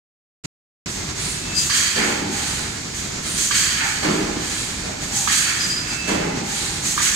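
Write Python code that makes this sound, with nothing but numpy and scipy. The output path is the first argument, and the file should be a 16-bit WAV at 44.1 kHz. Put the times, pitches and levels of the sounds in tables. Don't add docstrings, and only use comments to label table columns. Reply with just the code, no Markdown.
import sys
import numpy as np
from scipy import signal
from scipy.fft import rfft, irfft, next_fast_len
from scipy.io import wavfile
from scipy.ndimage import map_coordinates

SR = 44100
rng = np.random.default_rng(int(sys.argv[2]) if len(sys.argv) > 2 else 0)


def master_out(mix):
    frames = np.transpose(np.atleast_2d(mix))
    ceiling = np.clip(frames, -1, 1)
    pcm = np.round(ceiling * 32767).astype(np.int16)
    wavfile.write(sys.argv[1], SR, pcm)


N = 315315
T = np.arange(N) / SR


def amp(db):
    return 10 ** (np.asarray(db) / 20)


def unit(x):
    return x / np.sqrt(np.mean(x ** 2) + 1e-20)


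def along(points, hz):
    f, value = np.transpose(points)
    return np.interp(np.log(hz + 1), np.log(f + 1), value)


def swell(start_s, db, rise_s, hold_s, t60_s):
    alive = slice(*np.searchsorted(T, [start_s, start_s + rise_s + hold_s + 2 * t60_s]))
    age_s = T[alive] - start_s
    decay_db = 60 * np.maximum(age_s - rise_s - hold_s, 0) / t60_s
    gain = np.zeros(N)
    gain[alive] = amp(db - decay_db) * np.minimum(age_s / rise_s, 1)
    return gain


def wobble(rate_hz):
    knots = rng.standard_normal(int(N * rate_hz / SR) + 4)
    return np.interp(T, T[::32], map_coordinates(knots, [T[::32] * rate_hz]))


def filtered(x, response):
    size = next_fast_len(N + 8192)
    return irfft(rfft(x, size) * response(np.fft.rfftfreq(size, 1 / SR)), size)[..., :N]


def coloured(x, spectrum):
    return unit(filtered(x, lambda hz: amp(along(spectrum, hz))))


def noise(spectrum):
    return coloured(rng.standard_normal((2, N)), spectrum)


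def narrow(centre_hz, half_width_hz):
    return filtered(rng.standard_normal((2, N)), lambda hz: 1 / (1 + ((hz - centre_hz) / half_width_hz) ** 2))


def panned(gain, pan_db):
    return amp([[pan_db / 2], [-pan_db / 2]]) * gain


def struck(blows, modes, crack, attack_s):
    out, t = np.zeros((2, N + SR)), np.arange(SR // 3) / SR
    hz, db, t60_s = np.transpose(modes)[..., None]
    for start_s, peak_db in blows:
        size, detune, phase = rng.standard_normal((3, 2, len(modes), 1))
        cycles = hz * (1 + 0.011 * detune) * t + phase
        ring = np.sum(amp(db + 2 * size - 60 * t / t60_s) * np.sin(2 * np.pi * cycles), axis=1)
        click = crack * amp(-60 * t / 0.0034) * rng.standard_normal((2, len(t)))
        hit = ring * (1 - np.exp(-t / attack_s)) + click
        out[:, round(start_s * SR):][:, :len(t)] += amp(peak_db) * hit / np.abs(hit).max()
    return out[:, :N]


def hall(x, wet_db, t60_s):
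    t = np.arange(SR) / SR
    tail = rng.standard_normal((2, SR)) * amp(-60 * t / t60_s) * (1 - np.exp(-t / 0.0047))
    return x + amp(wet_db) * signal.fftconvolve(x, tail / np.linalg.norm(tail[0]), axes=1)[:, :N]


def steelwork(x, echo_db, count=24):
    delay_s = rng.uniform(0.002, 0.03, count)
    strength = rng.standard_normal((2, count)) / np.sqrt(count)
    echoes = np.zeros((2, SR // 8))
    echoes[:, (delay_s * SR).astype(int)] = amp(echo_db) * strength
    treble = signal.sosfilt(signal.butter(2, 1500, "high", fs=SR, output="sos"), x)
    return (x + signal.fftconvolve(treble, echoes, axes=1)[:, :N]) / np.sqrt(1 + amp(echo_db) ** 2)


def squeal(gain, pitch_hz, waver_hz, wet_db):
    phase = 2 * np.pi * np.cumsum(pitch_hz + waver_hz * wobble(40)) / SR
    return hall(gain * np.sqrt(2) * np.sin(phase), wet_db, t60_s=0.5)


# f/Hz, level/dB
DIN_SPECTRUM = [(20, -14), (40, -1.5), (70, 1), (110, 1), (160, 2), (380, -6), (520, -15), (1000, -13.5),
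                (2250, -13.5), (2850, -18), (4400, -13.5), (5400, -15), (7200, -11), (10500, -33.5),
                (15500, -42)]

def din():
    level_db = -29.5 + 0.28 * wobble(5.2) + 1.23 * wobble(30)
    return amp(level_db) * steelwork(noise(DIN_SPECTRUM), echo_db=-8.5)


# f/Hz, level/dB
MOTOR_TONES = [(72, -46.5), (205, -52), (308, -47.5), (355, -55)]

def motors():
    hum = np.zeros((2, N))
    for hz, db in MOTOR_TONES:
        gain = amp(db + 1.4 * wobble(6.7))
        drift_rad = np.array([wobble(9), wobble(11)])
        hum += gain * np.sin(2 * np.pi * hz * T + drift_rad)
    return hum


# t/s, rattle/dB, outward half/dB, return half/dB
FEED_STROKES = [(-0.106, -29, -11.5, -1), (1.954, -25.5, 0.5, -0.5), (4.019, -23.5, 0.5, -1.5),
                (6.068, -24, 2.5, -3)]
# f/Hz, level/dB
RATTLE_SPECTRUM = [(60, -16.5), (170, -1), (300, 1), (450, -3.5), (650, -8), (900, -12), (1300, -10),
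                   (2200, -13.5), (3200, -20.5), (8000, -50)]

def rattle(contacts_per_s=4000):
    contacts = (rng.random((2, N)) < contacts_per_s / SR) * rng.standard_normal((2, N))
    shaking = sum(swell(s, db, rise_s=0.029, hold_s=0.094, t60_s=1.23) for s, db, *_ in FEED_STROKES)
    return amp(1) * shaking * coloured(hall(contacts, wet_db=3.5, t60_s=0.32), RATTLE_SPECTRUM)


def each_stroke(delay_s, db, *shape, return_s=0.9):
    return sum(swell(s + delay_s, db + (out_db if delay_s < return_s else back_db), *shape)
               for s, _, out_db, back_db in FEED_STROKES)


# delay/s, hiss/dB, rush/dB, rise/s, hold/s, t60/s
FEED_BLASTS = [(0.002, -35, -32.5, .014, .025, 0.66), (.355, -34, -38.5, .075, .12, 1.4),
               (0.975, -32.5, -43.5, .035, .022, 0.93), (1.254, -35, -40, 0.036, .085, 2.4)]

def feed_valves():
    hiss = sum(each_stroke(delay_s, db, *shape) for delay_s, db, _, *shape in FEED_BLASTS)
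    rush = sum(each_stroke(delay_s, db, *shape) for delay_s, _, db, *shape in FEED_BLASTS)
    return np.array([hiss, rush])


# f/Hz, level/dB
NOZZLE_SPECTRUM = [(800, -43), (2500, -14), (4200, -7.5), (5400, -9), (6300, 2), (7200, 1.5), (8100, -1.5),
                   (9500, -10), (11500, -17), (15500, -24)]
# f/Hz, level/dB
EXHAUST_SPECTRUM = [(500, -34), (800, -25.5), (1300, 6.5), (2500, 3.5), (5000, 2), (8000, -6), (15000, -39)]
# f/Hz, width/Hz, level/dB
PIPE_MODES = [(1117, 260, -10), (1730, 420, 0), (2290, 500, -5), (3170, 280, -3), (4220, 600, -8.5),
              (4600, 420, -2.5)]

def air_jets(hiss, rush):
    punch_s, *_, punch_upper_db = np.transpose(PUNCH_CYCLES)
    upper_db = np.interp(T, punch_s, punch_upper_db)
    modes = sum(amp(db + upper_db * (hz > 2700)) * narrow(hz, width_hz / 2)
                for hz, width_hz, db in PIPE_MODES)
    pipe = unit(unit(modes) + amp(-2) * noise(EXHAUST_SPECTRUM))
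    turbulence = amp(1 + 0.51 * wobble(60) + 0.31 * wobble(300))
    return turbulence * steelwork(hiss * noise(NOZZLE_SPECTRUM) + rush * pipe, echo_db=-7)


# delay/s, level/dB, rise/s, hold/s, t60/s
FILM_PULLS = [(0.4, -34, 0.11, 0.085, 1.3), (1.263, -34.5, .05, 0.099, 1.2)]
# delay/s, level/dB, rise/s, hold/s, t60/s
FILM_PEEL = (1.297, -31.5, 0.04, 0.07, 0.45)
# f/Hz, level/dB
FILM_SPECTRUM = [(700, -22), (1400, -3), (2200, -4.5), (3200, -3), (4300, 2), (5500, -8), (7300, 2.5),
                 (8400, -0.5), (9300, -1.5), (10100, -6.5), (11000, -14.5), (15500, -26.5)]

def film():
    pulling = sum(each_stroke(*pull) for pull in FILM_PULLS)
    swish = pulling * amp(4 + 0.73 * wobble(200)) * noise(FILM_SPECTRUM)
    sizzle_hz_db = [(7000, -25), (8700, 0), (9400, -1), (10200, -6), (11200, -22), (15000, -25)]
    return swish + each_stroke(*FILM_PEEL) * noise(sizzle_hz_db)


# t/s, level/dB, L-R/dB
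BEARING_CRESTS = [(1.56, -40, 15), (2.0, -45, 0), (3.8, -44, -6), (5.48, -36, 3), (6.03, -37, -15.5)]

def bearing(fade_db_per_s=66, rounding_s=0.049):
    gain = np.zeros((2, N))
    for crest_s, db, pan_db in BEARING_CRESTS:
        away_s = np.hypot(T - crest_s, rounding_s) - rounding_s
        gain += panned(amp(db - fade_db_per_s * away_s), pan_db)
    return squeal(gain * amp(-1 + 1.6 * wobble(45)), pitch_hz=2638, waver_hz=6.5, wet_db=-5)


# t/s, pop/dB, rush/dB, rush hold/s, rush t60/s, hiss/dB, upper pipe modes/dB
PUNCH_CYCLES = [(1.697, -25.5, -25, .15, 1.5, -22, 3.5), (3.5086, -22.5, -26, 0.2, 2.1, -21.5, 2.5),
                (5.274, -19.5, -26, 0.14, 2.03, -21.5, 1), (6.978, -18.5, -27.5, .13, 1.5, -22, -2.5)]
# delay/s, level/dB re hiss, rise/s, hold/s, t60/s
PUNCH_BLASTS = [(-.159, -.5, 0.053, 0.043, 0.73), (0.031, .5, .022, 0.04, 0.83),
                (0.327, -13, 0.031, .07, 0.49), (.58, -16, .04, 0.043, .9)]

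def punch_valves(dump_rise_s=0.0041, dump_hiss_db=-10, nozzle_rush_db=-12.5):
    dump = sum(swell(s, db, dump_rise_s, hold_s, t60_s) for s, _, db, hold_s, t60_s, *_ in PUNCH_CYCLES)
    nozzle = sum(swell(s + delay_s, hiss_db + db, *shape)
                 for s, *_, hiss_db, _ in PUNCH_CYCLES for delay_s, db, *shape in PUNCH_BLASTS)
    return np.array([nozzle + amp(dump_hiss_db) * dump, dump + amp(nozzle_rush_db) * nozzle])


# t/s, level/dB, hold/s, L-R/dB
ROLLER_CHIRPS = [(1.544, -22, 0.017, 11), (1.685, -27, .012, -13), (5.584, -22, 0.032, 0.5),
                 (5.684, -22, 0.017, -1), (5.746, -26, .01, -4), (5.795, -31.5, .01, -9),
                 (5.87, -32, 0.035, 0), (5.97, -41, 0.027, 4)]

def roller(rise_s=0.026, t60_s=0.18):
    gain = sum(panned(swell(s, db, rise_s, hold_s, t60_s), pan_db)
               for s, db, hold_s, pan_db in ROLLER_CHIRPS)
    return squeal(gain * amp(1.2 * wobble(120)), pitch_hz=4910, waver_hz=15, wet_db=-7)


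# f/Hz, level/dB, t60/s
PORT_MODES = [(1172, 2.5, 0.043), (1283, -5, 0.055), (970, -5, 0.044), (1620, -4.5, 0.048),
              (3150, -11, 0.028)]

def exhaust_pops(rebound_s=0.025, rebound_db=-6):
    blows = []
    for s, db, *_ in PUNCH_CYCLES:
        blows += [(s, db), (s + rebound_s, db + rebound_db)]
    ring = struck(blows, PORT_MODES, crack=0.37, attack_s=0.0005)
    radiation_hz_db = [(700, -12), (1050, 0.5), (3500, -1), (8000, -16)]
    pops = filtered(ring, lambda hz: amp(along(radiation_hz_db, hz)))
    return amp(8) * hall(pops, wet_db=-13, t60_s=0.39)


# t/s, level/dB, hold/s
GUIDE_SLIDES = [(1.96, -24.5, 0.078), (2.324, -38.5, 0.31), (3.772, -24, 0.04), (4.778, -43, .22),
                (5.44, -28, .055), (5.845, -36, .06)]
# f/Hz, level/dB
GUIDE_SPECTRUM = [(400, -24), (850, -3), (1050, -4), (1450, 6), (1850, 4.5), (2400, 3.5), (2900, -6.5),
                  (7000, -29)]

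def guides(rise_s=0.037, t60_s=0.79):
    travel = sum(swell(s, db, rise_s, hold_s, t60_s) for s, db, hold_s in GUIDE_SLIDES)
    return travel * amp(1.1 * wobble(150)) * noise(GUIDE_SPECTRUM)


# t/s, level/dB, hold/s, t60/s
DRIVE_RUNS = [(1.96, -35, 0.46, 1.3), (3.792, -33, 0.054, 0.56), (4, -33, .08, 2.4), (4.83, -42.5, .06, 1),
              (5.127, -34, 0.054, .9), (6.06, -34, 0.21, 3.4)]

def drive(rise_s=0.045):
    effort = sum(swell(s, db, rise_s, hold_s, t60_s) for s, db, hold_s, t60_s in DRIVE_RUNS)
    whine = unit(narrow(805, half_width_hz=34) + 0.74 * narrow(877, half_width_hz=58))
    return amp(-3.5) * effort * whine


# t/s, level/dB, first judder/dB, flight before judder/s
BAR_LANDINGS = [(1.984, -16.5, -17, 0.23), (4.062, -11, -14, 0.077), (6.114, -15.5, -16, .15)]
# f/Hz, level/dB, t60/s
FRAME_MODES = [(165, -2.5, 0.22), (209, 1, 0.14), (249.7, 0.5, 0.17), (304.7, 1, 0.22), (365, -2.5, 0.16),
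               (436, -8, 0.094), (633, -16, 0.046), (776, -18, 0.045)]

def bar(far_end_s=0.028, far_end_db=-1, judder_s=0.074, loss_db=1.5, rest_s=0.32):
    blows = []
    for s, db, judder_db, flight_s in BAR_LANDINGS:
        blows += [(s, db), (s + far_end_s, db + far_end_db)]
        for bounce, delay_s in enumerate(np.arange(flight_s, rest_s, judder_s)):
            blows.append((s + delay_s, judder_db - bounce * loss_db))
    thuds = struck(blows, FRAME_MODES, crack=0.05, attack_s=0.0021)
    return amp(-1) * hall(thuds, wet_db=-3, t60_s=0.43)


# t/s, level/dB
LINKAGE_CLACKS = [(4.836, -28), (4.889, -25), (5.021, -30), (5.084, -40)]
# f/Hz, level/dB, t60/s
LINKAGE_MODES = [(490, -1, .06), (615, -1, .06), (720, -2.5, .05), (900, -6, .05), (1450, -8, .04)]

def linkage():
    clacks = struck(LINKAGE_CLACKS, LINKAGE_MODES, crack=0.2, attack_s=0.0018)
    return amp(-4) * hall(clacks, wet_db=2, t60_s=0.4)


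# f/Hz, correlation
STEREO_CORRELATION = [(60, .993), (170, .96), (320, .68), (450, 0), (620, -.45), (900, -.15), (1200, .15),
                      (1700, .22), (2300, -.22), (3000, 0), (6200, .05), (7000, .9), (15000, .9)]
# f/Hz, L-R/dB
STEREO_BALANCE = [(60, 0), (110, 0.0), (200, 0.0), (380, -2.5), (700, 1), (1290, -3), (2380, -5),
                  (4400, -3), (8120, -3.5), (15000, 1.5)]

def spread(mid_side):
    def width(hz):
        likeness = along(STEREO_CORRELATION, hz)
        return np.array([np.ones_like(hz), np.sqrt((1 - likeness) / (1 + likeness))])

    mid, side = filtered(mid_side, width)
    left_right = np.array([mid + side, mid - side])
    return filtered(left_right, lambda hz: amp(np.outer([0.5, -0.5], along(STEREO_BALANCE, hz))))


def scene():
    hiss, rush = feed_valves() + punch_valves()
    background = din() + motors() + drive()
    air = air_jets(hiss, rush) + exhaust_pops()
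    sliding = steelwork(film() + guides(), echo_db=-3)
    impacts = rattle() + bar() + linkage()
    return spread(background + air + sliding + impacts) + roller() + bearing()


def gain_control(x, knee_db, slope, smoothing_s):
    pole = np.exp(-1 / (smoothing_s * SR))
    power = signal.lfilter([1 - pole], [1, -pole], np.mean(x ** 2, axis=0))
    return x * (1 + power / amp(knee_db) ** 2) ** (-slope / 2)


# t/s, gain
GATE = [(.437, 0), (.45, 1), (.4585, 1), (.459, 0), (.859, 0), (.86, 1)]

def record(dry, top_hz=15800, edge_hz=400):
    ducked = gain_control(dry, knee_db=-19, slope=0.47, smoothing_s=0.035)
    gated = ducked * np.interp(T, *np.transpose(GATE))
    return filtered(gated, lambda hz: np.clip((top_hz - hz) / edge_hz + 0.5, 0, 1) ** 2)


dry = scene()
out = record(dry)
master_out(out)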